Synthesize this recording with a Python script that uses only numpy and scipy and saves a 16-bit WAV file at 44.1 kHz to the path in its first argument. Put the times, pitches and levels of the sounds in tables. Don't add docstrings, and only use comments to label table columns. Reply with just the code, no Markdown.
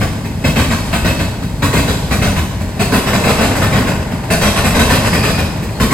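import sys
import numpy as np
from scipy import signal
from scipy.fft import irfft, next_fast_len
from scipy.io import wavfile

SR = 44100
rng = np.random.default_rng(int(sys.argv[2]) if len(sys.argv) > 2 else 0)


def to_wav(s):
    ch = np.atleast_2d(s).T
    pcm = np.round(np.clip(ch, -1, 1) * 32767)
    wavfile.write(sys.argv[1], SR, pcm.astype(np.int16))


N = 261513


def amp(db):
    return np.exp(np.asarray(db) * (np.log(10) / 20))


def evened(x):
    return x / np.sqrt(np.mean(x ** 2) + 1e-20)


def read(points, hz):
    f, value = np.transpose(points)
    return np.interp(np.log(hz + 1), np.log(f + 1), value)


def add(mix, s, sound):
    start = round(s * SR)
    sound = sound[:, max(-start, 0):]
    part = mix[:, max(start, 0):][:, :sound.shape[1]]
    part += sound[:, :part.shape[1]]


# (frequency [Hz], likeness [0 to 1])
PORT_LIKENESS = [(60, .99), (330, .98), (600, 0.86), (830, 0.6), (1050, 0.78), (1400, 0.6), (1850, 0.4),
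                 (2150, 0.6), (2750, .95), (3100, 0.5), (4000, 0.55), (6000, 0.45), (7600, .95),
                 (14000, .95)]
# (frequency [Hz], phase [rad])
PORT_PHASE = [(100, -.1), (1900, -.5), (2300, .7), (3800, 2), (4500, 1), (5500, -2.2), (6000, -4.2),
              (7700, -6.2), (9800, -9.4), (11500, -12.5), (13500, -15.7), (16000, -19.5)]
# (frequency [Hz], level [dB])
PORT_BALANCE = [(60, 2), (99, 0.5), (160, 1.0), (270, -1), (450, 1), (740, 1.5), (1220, 1.5), (2010, 1.5),
                (3330, 0), (5500, -4), (9080, 1), (15000, -0.5)]
MOST_ALIKE = .988


def ports(size):
    hz = np.fft.rfftfreq(size, 1 / SR)
    same = np.clip(read(PORT_LIKENESS, hz), 0, MOST_ALIKE)
    lead = amp(read(PORT_BALANCE, hz) / 2) * np.exp(.5j * read(PORT_PHASE, hz))
    gains = np.array([lead, 1 / lead]) / np.sqrt(abs(lead) ** 2 + abs(lead) ** -2)
    return hz, same, gains


def noise(colour_db, mic, ripple_db=0, ripple_hz=60):
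    hz, same, gains = mic
    a, b, c, d, bumps = rng.standard_normal((5, len(hz)))
    first, other = a + 1j * b, c + 1j * d
    pair = np.array([first, same * first + np.sqrt(1 - same ** 2) * other])
    ripple = np.tanh(np.interp(hz / ripple_hz, np.arange(len(hz)), bumps))
    return evened(irfft(pair * gains * amp(colour_db + ripple_db * ripple)))


def chatter(size, per_s, fade_s, depth):
    chance, strength = rng.random(size), rng.exponential(1, size)
    hits = (chance < per_s / SR) * strength
    knocks = signal.lfilter([1], [1, -np.exp(-1 / (fade_s * SR))], hits)
    return evened(np.sqrt(1 + depth * knocks))


def swell(weights_db, far_db, truck_db, peak_s, width_s):
    t = np.arange(0, N + 256, 256) / SR
    near = sum(amp(db) ** 2 * np.exp(-((t - truck[0] - peak_s) / width_s) ** 2)
               for truck, db in zip(TRUCKS, weights_db))
    gain = np.sqrt(amp(far_db) ** 2 + amp(truck_db) ** 2 * near)
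    return np.interp(np.arange(N) / SR, t, gain)


# (frequency [Hz], level [dB per Hz])
SHAKE_COLOUR = [(12, -22), (24, -25), (42, 1), (55, 3), (90, -16), (200, -50)]
# (frequency [Hz], level [dB per Hz])
RUMBLE_COLOUR = [(30, -23), (55, -1), (72, -4), (100, 2), (140, -1.5), (220, -5.5), (330, -14.5),
                 (700, -52.5)]
# (frequency [Hz], level [dB per Hz])
ROAR_COLOUR = [(150, -14), (350, -7), (600, -3.5), (850, -8.5), (1100, -10), (1500, -13.5), (2500, -17),
               (3200, -27), (6000, -55)]
# (frequency [Hz], level [dB per Hz])
RATTLE_COLOUR = [(1500, -17), (3000, 3.5), (3900, 3.5), (5000, 2), (6000, -0.5), (7000, -3), (7800, 0),
                 (9500, -1), (10500, -3), (12000, -4.5), (14000, -6.5), (16000, -25.5)]


def rolling():
    mic = ports(next_fast_len(N // 2 + 1) * 2)
    hz = mic[0]
    knocks = chatter(N, per_s=50, fade_s=0.0049, depth=1.1)
    _, _, force_db, load_db, *_, tread_db = np.transpose(TRUCKS)

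    shake = noise(read(SHAKE_COLOUR, hz), mic)[:, :N]
    shake *= swell(force_db + load_db, far_db=-34, truck_db=-30.5, peak_s=.3, width_s=.45)

    rumble = noise(read(RUMBLE_COLOUR, hz), mic)[:, :N]
    rumble *= swell(force_db, far_db=-22, truck_db=-18, peak_s=.65, width_s=.22)

    roar = noise(read(ROAR_COLOUR, hz), mic, ripple_db=3.5, ripple_hz=44.6)[:, :N] * knocks
    roar *= swell(force_db + tread_db, far_db=-34, truck_db=-25, peak_s=.5, width_s=.4)

    hiss = noise(read(RATTLE_COLOUR, hz), mic, ripple_db=1, ripple_hz=88.7)[:, :N] * knocks ** .5
    hiss *= swell(force_db, far_db=-42, truck_db=-32, peak_s=.42, width_s=.35)
    return shake + rumble + roar + hiss


# (frequency [Hz], time to fall 60 dB [s])
ECHO_DECAY = [(100, 0.61), (500, 1), (2000, 0.77), (6000, 1.0), (14000, 0.57)]


def echoes(x, delay_s=.04):
    taps = rng.standard_normal((2, SR)) * (rng.random((2, SR)) < 2000 / SR)
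    taps = taps * (np.arange(SR) > delay_s * SR)
    hz, t, z = signal.stft(taps, SR, nperseg=256)
    same = np.clip(read(PORT_LIKENESS, hz), -1, 1)[:, None]
    z[1] = same * z[0] + np.sqrt(1 - same ** 2) * z[1]
    decay = amp(-60 * t / read(ECHO_DECAY, hz)[:, None])
    tail = signal.istft(z * decay, SR, nperseg=256)[1]
    return signal.fftconvolve(x, tail / np.linalg.norm(tail[0]), axes=1)[:, :N]


# (time [s], length [s], frequency [Hz],
# offset where the peak is 6 dB down [Hz], level [dB])
SQUEAKS_AND_RINGS = [(.6, 0.29, 4460, 60, -40), (.69, 0.05, 7400, 200, -31), (1.08, 0.21, 4450, 120, -39),
                     (1.575, 0.099, 4300, 50, -45), (1.86, 0.17, 7450, 80, -41),
                     (4.998, 0.46, 4900, 300, -30.5), (5.1, 0.4, 2445, 55, -30), (5.735, 0.055, 4310, 50, -38)]


def squeaks_and_rings():
    out, mic = np.zeros((2, N)), ports(SR)
    for s, length, hz, width, db in SQUEAKS_AND_RINGS:
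        resonance_db = -20 * np.log10(1 + ((mic[0] - hz) / width) ** 2)
        squeak = noise(resonance_db, mic)[:, :round(length * SR)]
        fades = signal.windows.tukey(squeak.shape[1], .5)
        add(out, s, amp(db) * evened(squeak) * fades)
    return out


def run_up(mic):
    hz, t = mic[0], np.arange(RUN_UP_SIZE) / SR
    growth = np.interp(t, [0, RUN_UP_S, RUN_UP_S + 0.015], [0, 1, 0])
    dull_db = -20 * np.log10(1 + (hz / 900) ** 2)
    return growth * noise(read(ROAR_COLOUR, hz) + dull_db, mic)


def burst(t, rise, hold, t60):
    return np.tanh(t / rise) * amp(-60 * np.maximum(t - hold, 0) / t60)


def struck(sound, envelope):
    return evened(sound * envelope) * np.sqrt(np.mean(envelope ** 2))


def wheel_colour(modes, hz, spread=0.0035, uneven_db=3):
    centre, width, db = np.transpose(modes)[:, :, None]
    detune, strength = rng.standard_normal((2, len(modes), 1))
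    off = (hz - centre * (1 + spread * detune)) / width
    power = amp(db + uneven_db * strength) ** 2 / (1 + off ** 2) ** 2
    return 10 * np.log10(np.sum(power, axis=0))


# (frequency [Hz], level [dB per Hz])
BOOM_COLOUR = [(20, -27), (40, -12), (62, 2.5), (90, 7), (125, -15), (200, -22.5), (400, -43.5)]
# (frequency [Hz], level [dB per Hz])
THUD_COLOUR = [(60, -26), (110, -4), (160, 1), (235, 3), (320, -11), (500, -17.5), (1000, -39)]
# (frequency [Hz], level [dB per Hz])
CLANG_COLOUR = [(150, 1), (330, -6.5), (450, 2), (700, 2), (840, -4.5), (1080, 0), (1350, -6), (2000, -5),
                (2650, -10.5), (2950, -15.5), (4000, -28.5), (8000, -47)]
# (frequency [Hz], level [dB per Hz])
CRACK_COLOUR = [(300, -10), (900, -5.5), (1500, -3.5), (2100, 4), (2650, -2), (3100, -12), (5000, -14.5),
                (9000, -24.5)]
CRACK_DB = -1
BLOW_SIZE = 12288


def blow(gap, modes, load_db, jolt_db, ring_db, loose_db, mic):
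    _, clang_db, thud_db, boom_db, rise, hold = gap
    hz, t = mic[0], np.arange(BLOW_SIZE) / SR
    knocks = chatter(BLOW_SIZE, per_s=140, fade_s=0.0025, depth=0.76)

    boom = noise(read(BOOM_COLOUR, hz), mic)
    boom = struck(boom, burst(t, 0.013, hold + 0.012, t60=0.23))

    thud = noise(read(THUD_COLOUR, hz), mic, ripple_db=5.5, ripple_hz=25.28)
    thud = struck(thud, burst(t, rise + 0.0013, hold + 0.0046, t60=0.28))

    clang = noise(read(CLANG_COLOUR, hz), mic, ripple_db=6.0, ripple_hz=84.7) * knocks
    clang = struck(clang, burst(t, rise, hold, t60=0.23))

    ring = struck(noise(wheel_colour(modes, hz), mic), burst(t, rise, hold, t60=.23))

    rattle = noise(read(RATTLE_COLOUR, hz), mic, ripple_db=8.5, ripple_hz=109.9) * knocks ** .5
    rattle = struck(rattle, burst(t, rise + 0.004, hold, t60=.4))

    crack = noise(read(CRACK_COLOUR, hz), mic, ripple_db=10.5, ripple_hz=160.4)
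    crack = struck(crack, burst(t, 0.001, 0.0066, t60=0.15))

    wheel = amp(ring_db) * (ring + amp(CRACK_DB) * crack)
    steel = clang + wheel + amp(loose_db) * rattle
    return amp(boom_db + load_db) * boom + amp(thud_db + jolt_db) * thud + amp(clang_db) * steel


# (frequency [Hz], offset where the peak is 6 dB down [Hz], level [dB])
LEADING_WHEELS = [(980, 33, -2), (1526, 93, 0.5), (1850, 63, -2.5), (2120, 14, 5), (2355, 84, -5),
                  (2590, 35, 3), (3160, 73, -5.5), (3900, 60, -2.5), (4380, 60, -7), (5120, 29, -15),
                  (7570, 51, -16.5)]
FOLLOWING_WHEELS = [(426, 18.6, 4.5), (1085, 38, 0.5), (1500, 75, -0.5), (1792, 36, 1.5), (2090, 33, -3.5),
                    (2438, 28, 1.5), (2646, 41, 2.5), (3044, 30, -7.5), (3320, 45, -8.5), (3910, 68, -5.5),
                    (4530, 21, -6.5), (5065, 48, -13)]
FOLLOWING_FROM_S = 2.7
# (time its first axle meets the first gap [s], lag of its second axle [s], force [dB],
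# load on the ground [dB], jolt of its car [dB], ring of its wheels against the clang [dB],
# rattle of its loose steel against the clang [dB], roughness of its treads [dB])
TRUCKS = [(-0.737, .111, 1, 1, 1.5, -5.5, -9.5, -6), (0.44, .117, -1.3, 4, 2.5, -3.5, -6.3, -4),
          (1.621, .107, -1.2, 5, 2, -4, -5.5, -3.5), (2.793, .125, 0.3, -3, -1, -7, -6.3, 0),
          (3.129, .107, 0.3, -6, 1, -4.5, -8.3, 3), (4.302, .11, 1.6, -4, -3, -3.3, -5, 2),
          (4.641, .102, -0.5, 0, -1.5, -4.5, -5, 0), (5.798, .109, 1.3, 2.5, 0, -6, -6.5, 0)]
# (time after the first gap [s], clang of the steel [dB],
# thud of the car [dB], boom of the ground [dB], rise of the clang [s], hold of the clang [s])
RAIL_GAPS = [(0, -15, -13, -20, .007, .036), (.147, -17, -18, -20, .007, .033),
             (.487, -15.8, -17.5, -23, .006, .033), (.633, -19, -20, -19.5, .007, .03)]
# (time after the first gap [s],
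# clang [dB], thud [dB], boom [dB], rise of the clang [s], hold of the clang [s])
LAST_KNOCK = (.982, -29, -20.5, -27, .006, .012)
SECOND_AXLE_DB = -.5
RUN_UP_S, RUN_UP_DB, RUN_UP_SIZE = .05, -12.5, 4096


def crossing():
    out, mic, short_mic = np.zeros((2, N)), ports(BLOW_SIZE), ports(RUN_UP_SIZE)
    for start, axle_lag, force_db, *truck, _ in TRUCKS:
        modes = LEADING_WHEELS if start < FOLLOWING_FROM_S else FOLLOWING_WHEELS
        for gap in RAIL_GAPS:
            delay, clang_db = gap[:2]
            for lag, axle_db in ((0, 0), (axle_lag, SECOND_AXLE_DB)):
                s, force = start + delay + lag, amp(force_db + axle_db)
                add(out, s, force * blow(gap, modes, *truck, mic))
                add(out, s - RUN_UP_S, force * amp(clang_db + RUN_UP_DB) * run_up(short_mic))
        knock = blow(LAST_KNOCK, modes, *truck, mic)
        add(out, start + LAST_KNOCK[0], amp(force_db) * knock)
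    return out


def scene():
    steel = crossing() + squeaks_and_rings()
    return steel + amp(-7.5) * echoes(steel) + rolling()


def record(dry, ceiling_db=1.5, edge_hz=16000):
    rounded = amp(ceiling_db) * np.tanh(dry / amp(ceiling_db))
    lowpass = signal.firwin(511, edge_hz, window=("kaiser", 9), fs=SR)
    return signal.oaconvolve(rounded, lowpass[None], "same")


dry = scene()
out = record(dry)
to_wav(out)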